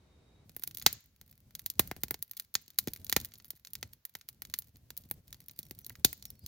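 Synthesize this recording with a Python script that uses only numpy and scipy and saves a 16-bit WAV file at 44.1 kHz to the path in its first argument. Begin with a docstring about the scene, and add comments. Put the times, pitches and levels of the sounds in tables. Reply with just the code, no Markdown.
"""Campfire in the woods, after a moment in a tent.

Half a second of low tent noise crossfades to a small log fire. Steam bursts are pressure spikes,
partly scattered by logs and stones, then echoed by the trees as decaying diffuse noise.
Flames are puffing low noise; a low rumble swells after each pop and dies away, like a longer bass
echo from the woods. Vents add hissing noise to each pop.
Far birds are gliding sine whistles, blurred by the same kind of echo."""
import sys
import numpy as np
from scipy import signal
from scipy.fft import rfft, irfft, next_fast_len
from scipy.io import wavfile
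from scipy.ndimage import map_coordinates

SR = 44100
rng = np.random.default_rng(int(sys.argv[2]) if len(sys.argv) > 2 else 0)


def put_to_file(sound):
    """Save the sound as 16-bit audio at rate SR, in the file named by the first command-line argument."""
    columns = np.atleast_2d(sound).T  # one column per channel
    safe = np.clip(columns, -1, 1)
    whole_steps = np.round(safe * 32767)
    wavfile.write(sys.argv[1], SR, whole_steps.astype(np.int16))


N = 285327
TIME_S = np.arange(N) / SR

# tent noise spectrum: f/Hz, relative density/dB
TENT_SPECTRUM = [(35, -23), (60, 0), (480, -17.5), (1860, -33), (2250, -29.5), (2650, -34.5), (3500, -35),
                 (3850, -29), (4120, -34), (16000, -49)]
# far bird whistles: t/s, length/s, start f/Hz, end f/Hz, level before the path/dB
WHISTLES = [(0.043, 0.19, 3670, 3750, -77.5), (0.217, 0.22, 3730, 3820, -74.5),
            (5.324, 0.085, 4990, 4470, -80.5), (5.409, 0.041, 5800, 5400, -74),
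            (5.52, 0.12, 4860, 4500, -76), (5.612, 0.076, 6000, 5380, -70),
            (5.812, 0.055, 6250, 5450, -65.5), (6.222, 0.089, 6000, 5250, -61),
            (6.353, 0.13, 4460, 4170, -72.5), (6.407, 0.074, 4770, 5010, -62.5)]
# spectrum of the woods echo: f/Hz, relative level/dB
WOODS_SPECTRUM = [(60, 6.5), (300, 2.5), (900, 2.5), (2000, -2), (5000, -2.5), (7000, -1), (9000, -14),
                  (13000, -7), (16000, -6)]
# steam hiss spectrum: f/Hz, relative density/dB
HISS_SPECTRUM = [(400, 1.5), (1000, -0.5), (2000, -0.5), (3000, -2.5), (4500, -1), (6800, -4.5),
                 (8500, -20), (11000, -3.5), (13700, -0.5), (16000, -1.5)]
# spectrum of flames and low rumble: f/Hz, relative density/dB
FLAME_SPECTRUM = [(25, -20.5), (45, -5), (75, 3), (130, -1), (220, -8), (350, -19.5), (600, -25),
                  (1200, -39)]
# how hard the flames burn: t/s, level before gain_db/dB
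FLAME_LEVEL = [(0.48, -62.5), (0.85, -60), (1.05, -67.5), (1.7, -64), (1.85, -57), (2.15, -59), (2.23, -73),
               (2.75, -75.5), (2.92, -59), (3.2, -59.5), (3.62, -75), (3.9, -60), (4.06, -88), (4.16, -67),
               (4.32, -74.5), (4.46, -60), (4.63, -69), (4.8, -63), (6.46, -61)]
# prominent pops: t/s, crack level/dB, then thump, wood and snap levels re crack/dB
POPS = [(0.4948, -22.5, 10.5, -1.5, -2.5), (0.5651, -18, 17.5, 8.5, 13), (0.596, -25, 15, -2, 9),
        (0.6235, -24.5, -1, 5, 3), (0.6366, -7, -3, 1, 7.5), (0.6755, -9.5, -3, -5, 7),
        (0.7112, -18.5, -24, -0.5, -2), (0.7481, -16, 1, -11.5, 5.5), (0.772, -9.5, -21, -5.5, 3.5),
        (0.7843, -18, 8, -5, 5.5), (0.7978, -15.5, -15, -17, 2), (0.816, -13.5, -12, 3.5, -28),
        (0.8241, -11, -4, -4, 0), (0.8633, 22, -2, 1, -7.5), (0.9284, -10.5, 4, -17, 9),
        (1.2136, -21, 3, 1.5, 1.5), (1.3134, -36.5, 4.5, -9, 13), (1.5083, -33.5, 7, 6.5, 1),
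        (1.5519, -7.5, -20, -7, -0.5), (1.5942, -14, -11, -2, 3), (1.662, -3, -5, -5, 5),
        (1.7012, -3.5, -7, -14, 2), (1.7948, 12, 11.5, 5, 4), (1.8752, -20.5, -9.5, -4, 8),
        (1.9136, -7.5, 20.5, 16, -1.5), (1.9646, -21.5, 22.5, 9, 2), (2.0352, 0, 11.5, 2.5, 4.5),
        (2.0831, -19, 4, 2, 0.5), (2.1091, -6, 16, 10.5, 10), (2.1431, -6, 7, 1.5, -4),
        (2.2257, -10, -11.5, -5.5, 11), (2.3127, -14.5, -5.5, -5.5, 8.5), (2.3347, -26.5, -13, 7, 1),
        (2.3695, -16, -25.5, -7.5, 6.5), (2.3743, -14, -21, -13, 0.5), (2.3983, -5, -41, -4, 2),
        (2.542, -13, -4.5, -9, 10), (2.5531, 11, -9, -1, -10), (2.6801, -21, 6, -11, -3),
        (2.7037, -23, -18, -4, 2), (2.7875, 8.5, -11.5, -4, 4), (2.8741, -6.5, 28, 5, -0.5),
        (2.883, -6.5, 11, -0.5, -5), (2.9354, -9.5, -26, -7, 5), (2.9619, -17.5, -28.5, 4.5, 1.5),
        (3.046, -18.5, -27, -11.5, 9), (3.067, -14, -7, -9.5, -4.5), (3.0967, -1.5, -3, -4, 2.5),
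        (3.117, -16, 1, -2, -3), (3.1263, 8.5, -1, 2.5, -3), (3.1644, 12, 9.5, 6.5, -4),
        (3.2014, -11, 5.5, -13, 0), (3.2133, -14.5, 8, -12, 0), (3.2478, -11.5, -23, -1.5, 6),
        (3.2549, -15.5, -11, -3.5, 3.5), (3.32, -23.5, -5, 1, -15), (3.3386, -18.5, -12, -4.5, -1),
        (3.3555, -20.5, 2.5, -17, -13), (3.4004, -22.5, 0, 2, -18), (3.4458, -23, -3, -3.5, 3),
        (3.5054, -8.5, -6.5, -6.5, 4.5), (3.5335, -42.5, 30.5, 12.5, -2), (3.6495, -15, -30, -1.5, -6),
        (3.672, -15, -24.5, -4, -6), (3.734, -15.5, -6, -10.5, 10.5), (3.7536, -6.5, -12, -1.5, -4),
        (3.8289, -2, 2.5, 4.5, -10), (3.9338, -22.5, -6.5, -1, 6.5), (4.0522, -13, -13, 0.5, 8.5),
        (4.1523, -7.5, 2, 5, -3), (4.2122, -19, -25, 0.5, -8.5), (4.2883, -11.5, -14.5, -2, 3),
        (4.4206, -10.5, 1, 4, 3), (4.4513, -15.5, -7, 0.5, -3), (4.4996, -22.5, 7, -3, 0),
        (4.5396, 2, -8.5, 0, -4), (4.5884, -10, -5, -8, 12.5), (4.6218, -21, -4, -4.5, -0.5),
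        (4.7586, -26, -3.5, -3, -9), (4.9048, -11.5, 2.5, 1, -3), (4.968, -20.5, -13.5, -5.5, 5.5),
        (4.976, -13.5, -13, -15.5, 9.5), (5.0377, -28.5, 9, -7, -6), (5.1121, -10.5, 16, 7, 13.5),
        (5.2804, -26.5, 0, -8, 1), (5.3281, -12, -9.5, -1.5, -1.5), (5.3449, -20, 1, -3, -4),
        (5.4042, -25.5, -8, -1.5, 4.5), (5.4843, -20, -17.5, -5, 9), (5.496, -18, -13, -3, -17),
        (5.512, -26.5, 9.5, -6, 7.5), (5.5901, -10.5, 10.5, -11, 8), (5.6302, -18.5, -4.5, -18, -0.5),
        (5.7103, -12.5, 17, 1, 2.5), (5.7893, -24, -6, -6, 11), (5.8465, -17.5, -9.5, -21, -3),
        (5.865, -17.5, 8, -11, 10.5), (5.8965, -15, -15, 0, 3.5), (5.903, -30, 17.5, 22.5, -11.5),
        (5.9545, -20, -19, 9, -7), (6.0474, 18.5, 5, -6.5, -0.5), (6.1297, -14.5, 2, 6, 10),
        (6.2255, -14.5, -4.5, -12.5, -4.5), (6.2542, -11, -16, -9, 1), (6.3034, -18.5, -1, -11, 7.5),
        (6.4629, -9.5, -7.5, -15.5, 0)]
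# mean colour of a burst: f/Hz, level/dB
POP_COLOUR = [(400, -10), (1100, -14), (1600, -9), (2050, -5.5), (2800, -9), (4200, -1.5), (5700, -6),
              (6600, -4), (7900, -6.5), (9200, -4.5), (11500, -4.5), (13700, -1), (15700, -3.5),
              (16800, -21.5)]
# phase between two microphone ports, for bursts: f/Hz, left lead/rad
PORT_PHASE = [(50, 0), (800, .3), (2000, .4), (3100, 1.2), (5100, 1.3), (5900, -1.5), (6800, -.4),
              (7600, -2.8), (9100, -3.5), (12800, -5.9), (15500, -6.6)]

POP_S, POP_CRACK_DB, POP_THUMP_DB = np.transpose(POPS)[:3]


def from_db(db):
    """Decibels to gain."""
    return 10 ** (np.asarray(db) / 20)


def rms_one(x):
    """Scale to rms 1 over all channels."""
    return x / np.sqrt(np.mean(x ** 2) + 1e-20)


def unit_energy(x):
    """Scale each channel to energy 1."""
    return x / np.sqrt(np.sum(x ** 2, axis=-1, keepdims=True) + 1e-20)


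def in_time(rows):
    """Interpolate a table at every sample."""
    return np.interp(TIME_S, *np.transpose(rows))


def at_hz(points, hz):
    """Interpolate a table on a log-frequency axis."""
    f, value = np.transpose(points)
    return np.interp(np.log(hz + 1), np.log(f), value)


def add(out, sound, start_s):
    """Mix a stereo sound in at a time."""
    start = int(np.clip(round(start_s * SR), 0, N - 1))
    out[:, start:start + sound.shape[1]] += sound[:, :N - start]


def coloured(x, spectrum):
    """Filter to a spectrum in the frequency domain."""
    length = x.shape[-1]
    size = next_fast_len(length)
    gain = from_db(at_hz(spectrum, np.fft.rfftfreq(size, 1 / SR)))
    return irfft(rfft(x, size) * gain, size)[..., :length]


def diffuse(spectrum, alike_hz, size=N):
    """Stereo noise of rms 1, alike in both channels in the bass and unrelated in the treble."""
    mid, side = rng.standard_normal((2, size))
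    high_pass = signal.butter(1, alike_hz, "high", fs=SR, output="sos")
    side = signal.sosfilt(high_pass, side)
    return rms_one(coloured(mid + side * [[1], [-1]], spectrum))


def drift(per_s):
    """Smooth random wander of rms 1, per_s knots a second."""
    knots = rng.standard_normal(1000)
    return rms_one(map_coordinates(knots, [TIME_S * per_s], order=2, mode="mirror"))


def after_pops(levels_db, release_s):
    """Envelope that gains power at each pop, then dies away exponentially."""
    power = np.zeros(N)
    power[np.clip((POP_S * SR).astype(int), 0, N - 1)] = from_db(levels_db) ** 2
    return np.sqrt(signal.lfilter([1], [1, -np.exp(-2 / (release_s * SR))], power))


def tent_hush(level_db=-64.5):
    """Steady, mostly low noise inside the tent."""
    return from_db(level_db) * diffuse(TENT_SPECTRUM, alike_hz=900)


def woods_echo(x, echo_db=-28.5, t60_s=0.36, rise_s=.008, size=32768):
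    """Countless trunks and the ground return a smooth echo that dies within half a second."""
    t_s = np.arange(size) / SR
    envelope = from_db(-60 * t_s / t60_s) * (1 - np.exp(-t_s / rise_s))
    echo = unit_energy(diffuse(WOODS_SPECTRUM, alike_hz=900, size=size) * envelope)
    return from_db(echo_db) * signal.fftconvolve(x, echo, axes=1)[:, :N]


def birds(waver=0.083):
    """Thin gliding whistles, each swelling and fading, blurred by the trees on their way."""
    whistles = np.zeros((2, N))
    wander = waver * drift(140)  # fraction of the glide
    for start_s, length_s, start_hz, end_hz, level_db in WHISTLES:
        progress = np.linspace(0, 1, int(length_s * SR))
        hz = start_hz + (end_hz - start_hz) * (progress + wander[:len(progress)])
        swell = np.sqrt(np.abs(np.sin(np.pi * progress)))
        tone = np.sin(2 * np.pi * np.cumsum(hz) / SR) * swell
        add(whistles, from_db(level_db) * np.array([tone, tone]), start_s)
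    return .65 * whistles + woods_echo(whistles, echo_db=-11.0)


def hiss(steady_db=-77.5, vent_db=-63.5, vent_db_per_crack_db=.3, release_s=0.028):
    """Steam seeps steadily out of the logs, and faster from each fresh crack."""
    vents = after_pops(vent_db + vent_db_per_crack_db * POP_CRACK_DB, release_s)
    return np.hypot(from_db(steady_db), vents) * diffuse(HISS_SPECTRUM, alike_hz=1500)


def flames_and_rumble(gain_db=1.5, puff_db=3.5, rumble_db=-63, rumble_db_per_thump_db=.75,
                      release_s=0.042):
    """Burning gas puffs as flame tongues tear off; a low rumble swells after each pop and dies away."""
    # the rumble is like a longer bass echo from the woods
    thump_db = POP_CRACK_DB + POP_THUMP_DB
    rumble = after_pops(rumble_db + rumble_db_per_thump_db * thump_db, release_s)
    puffs = rms_one(from_db(puff_db * drift(36)))
    burn = from_db(in_time(FLAME_LEVEL) + gain_db)
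    return np.hypot(burn, rumble) * puffs * diffuse(FLAME_SPECTRUM, alike_hz=894.4)


def ember_ticks(least_db=-41.0, spread_db=2.5, most_db=-30.0, wake_s=0.07, loose_share=0.21,
                first_loose_s=0.62, thump_db=-7.0, wood_db=-3.0, snap_db=5.0, count=330):
    """Tiny bursts, most in the wake of a pop and the rest at any time, in rows like POPS."""
    pick, dice = rng.random((count, 3)), rng.standard_normal((count, 3))
    parent = (pick[:, 0] * len(POPS)).astype(int)
    in_wake_s = POP_S[parent] + wake_s * np.abs(dice[:, 0])
    loose_s = first_loose_s + pick[:, 0] * (N / SR - first_loose_s)
    when_s = np.where(pick[:, 2] < loose_share, loose_s, in_wake_s)
    crack_db = np.minimum(least_db - spread_db * np.log(1 - pick[:, 1]), most_db)
    rows = np.column_stack([when_s, crack_db, np.full(count, thump_db),
                            wood_db + 4 * dice[:, 1], snap_db + 4 * dice[:, 2]])
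    return rows[when_s < N / SR]


def scattered_share(crack_db, small_share=0.39, big_share=0.84, big_from_db=9, big_full_db=15):
    """A small burst is mostly a clean spike; a big one tears the wood and rattles."""
    bigness = np.clip((crack_db - big_from_db) / (big_full_db - big_from_db), 0, 1)
    return small_share + (big_share - small_share) * bigness


def burst_path(hz, low_cut_hz=45, lead_s=.003, lag_cycles=1.05):
    """Response shared by all bursts: colour, late bass, low cut and port phases."""
    # bass lags by about a cycle: a strong pop ends in a short falling thump
    cycles = lag_cycles * np.log((hz + 25) / (hz + 3000)) + hz * lead_s
    lag = np.exp(-2j * np.pi * cycles)
    # two cascaded second-order high-passes
    low_cut = hz ** 4 / (hz ** 2 - np.sqrt(2) * 1j * hz * low_cut_hz - low_cut_hz ** 2) ** 2
    ports = np.exp(.5j * at_hz(PORT_PHASE, hz) * [[1], [-1]])
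    return from_db(at_hz(POP_COLOUR, hz)) * lag * low_cut * ports


def bursts(rows, rattle_s=0.002, stones_s=0.008, stones_db=-14.5, apart=0.62,
           hollow_s=.00172, hollow_gain=0.2, lead_s=.003, size=4096):
    """Pressure spikes scattered by logs and stones; returns near sound and sound sent to the trees."""
    hz, t_s = np.fft.rfftfreq(size, 1 / SR), np.arange(size) / SR
    path = burst_path(hz, lead_s=lead_s)
    decay = np.exp(-t_s / rattle_s) + from_db(stones_db) * np.exp(-t_s / stones_s)
    decay = decay * (t_s > .0003)
    near, outward = np.zeros((2, N)), np.zeros((2, N))
    for start_s, crack_db, thump_db, wood_db, snap_db in rows:
        colour = [(380, thump_db), (700, min(thump_db, wood_db + 6.0)), (1150, wood_db),
                  (2000, wood_db), (3600, 0.0086), (7000, 0), (11000, snap_db)]
        gain = from_db(crack_db + at_hz(colour, hz)) * path
        # the hollow between logs and stones returns one dull, inverted reflection
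        delay_s = hollow_s * rng.uniform(.9, 1.1)
        reflection = -hollow_gain * np.exp(-2j * np.pi * hz * delay_s) / (1 + 1j * hz / 7000)
        # the two ports hear slightly different scatter
        noise = rng.standard_normal((3, size))
        scatter = rfft(unit_energy((noise[0] + apart * noise[1:]) * decay))
        # long waves bend round the logs unscattered
        share = np.clip(scattered_share(crack_db), .02, .95) * hz ** 2 / (hz ** 2 + 800 ** 2)
        spike_and_scatter = np.sqrt(1 - share) + np.sqrt(share) * scatter
        add(near, irfft(gain * spike_and_scatter * (1 + reflection)), start_s - lead_s)
        # the more a burst scatters, the more it sends to the trees
        add(outward, irfft(gain * (share + 0.42)), start_s - lead_s)
    return near, outward


def scene(leave_tent_s=0.458, fade_s=0.036):
    """Tent noise crossfades to flames, rumble and hiss; bursts and birds are not faded."""
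    outside = np.clip((TIME_S - leave_tent_s) / fade_s + .5, 0, 1)
    pops, to_trees = bursts(np.vstack([POPS, ember_ticks()]))
    background = np.sqrt(1 - outside) * tent_hush() + birds() + woods_echo(to_trees)
    fire = np.sqrt(outside) * (hiss() + flames_and_rumble())
    return background + fire + pops


def record(dry, ceiling=0.64, cutoff_hz=16600):
    """Soft overload of the loudest cracks, then a steep elliptic low-pass."""
    overloaded = ceiling * np.tanh(dry / ceiling)
    low_pass = signal.ellip(12, .2, 95, cutoff_hz, fs=SR, output="sos")
    return signal.sosfilt(low_pass, overloaded)


dry = scene()
out = record(dry)
put_to_file(out)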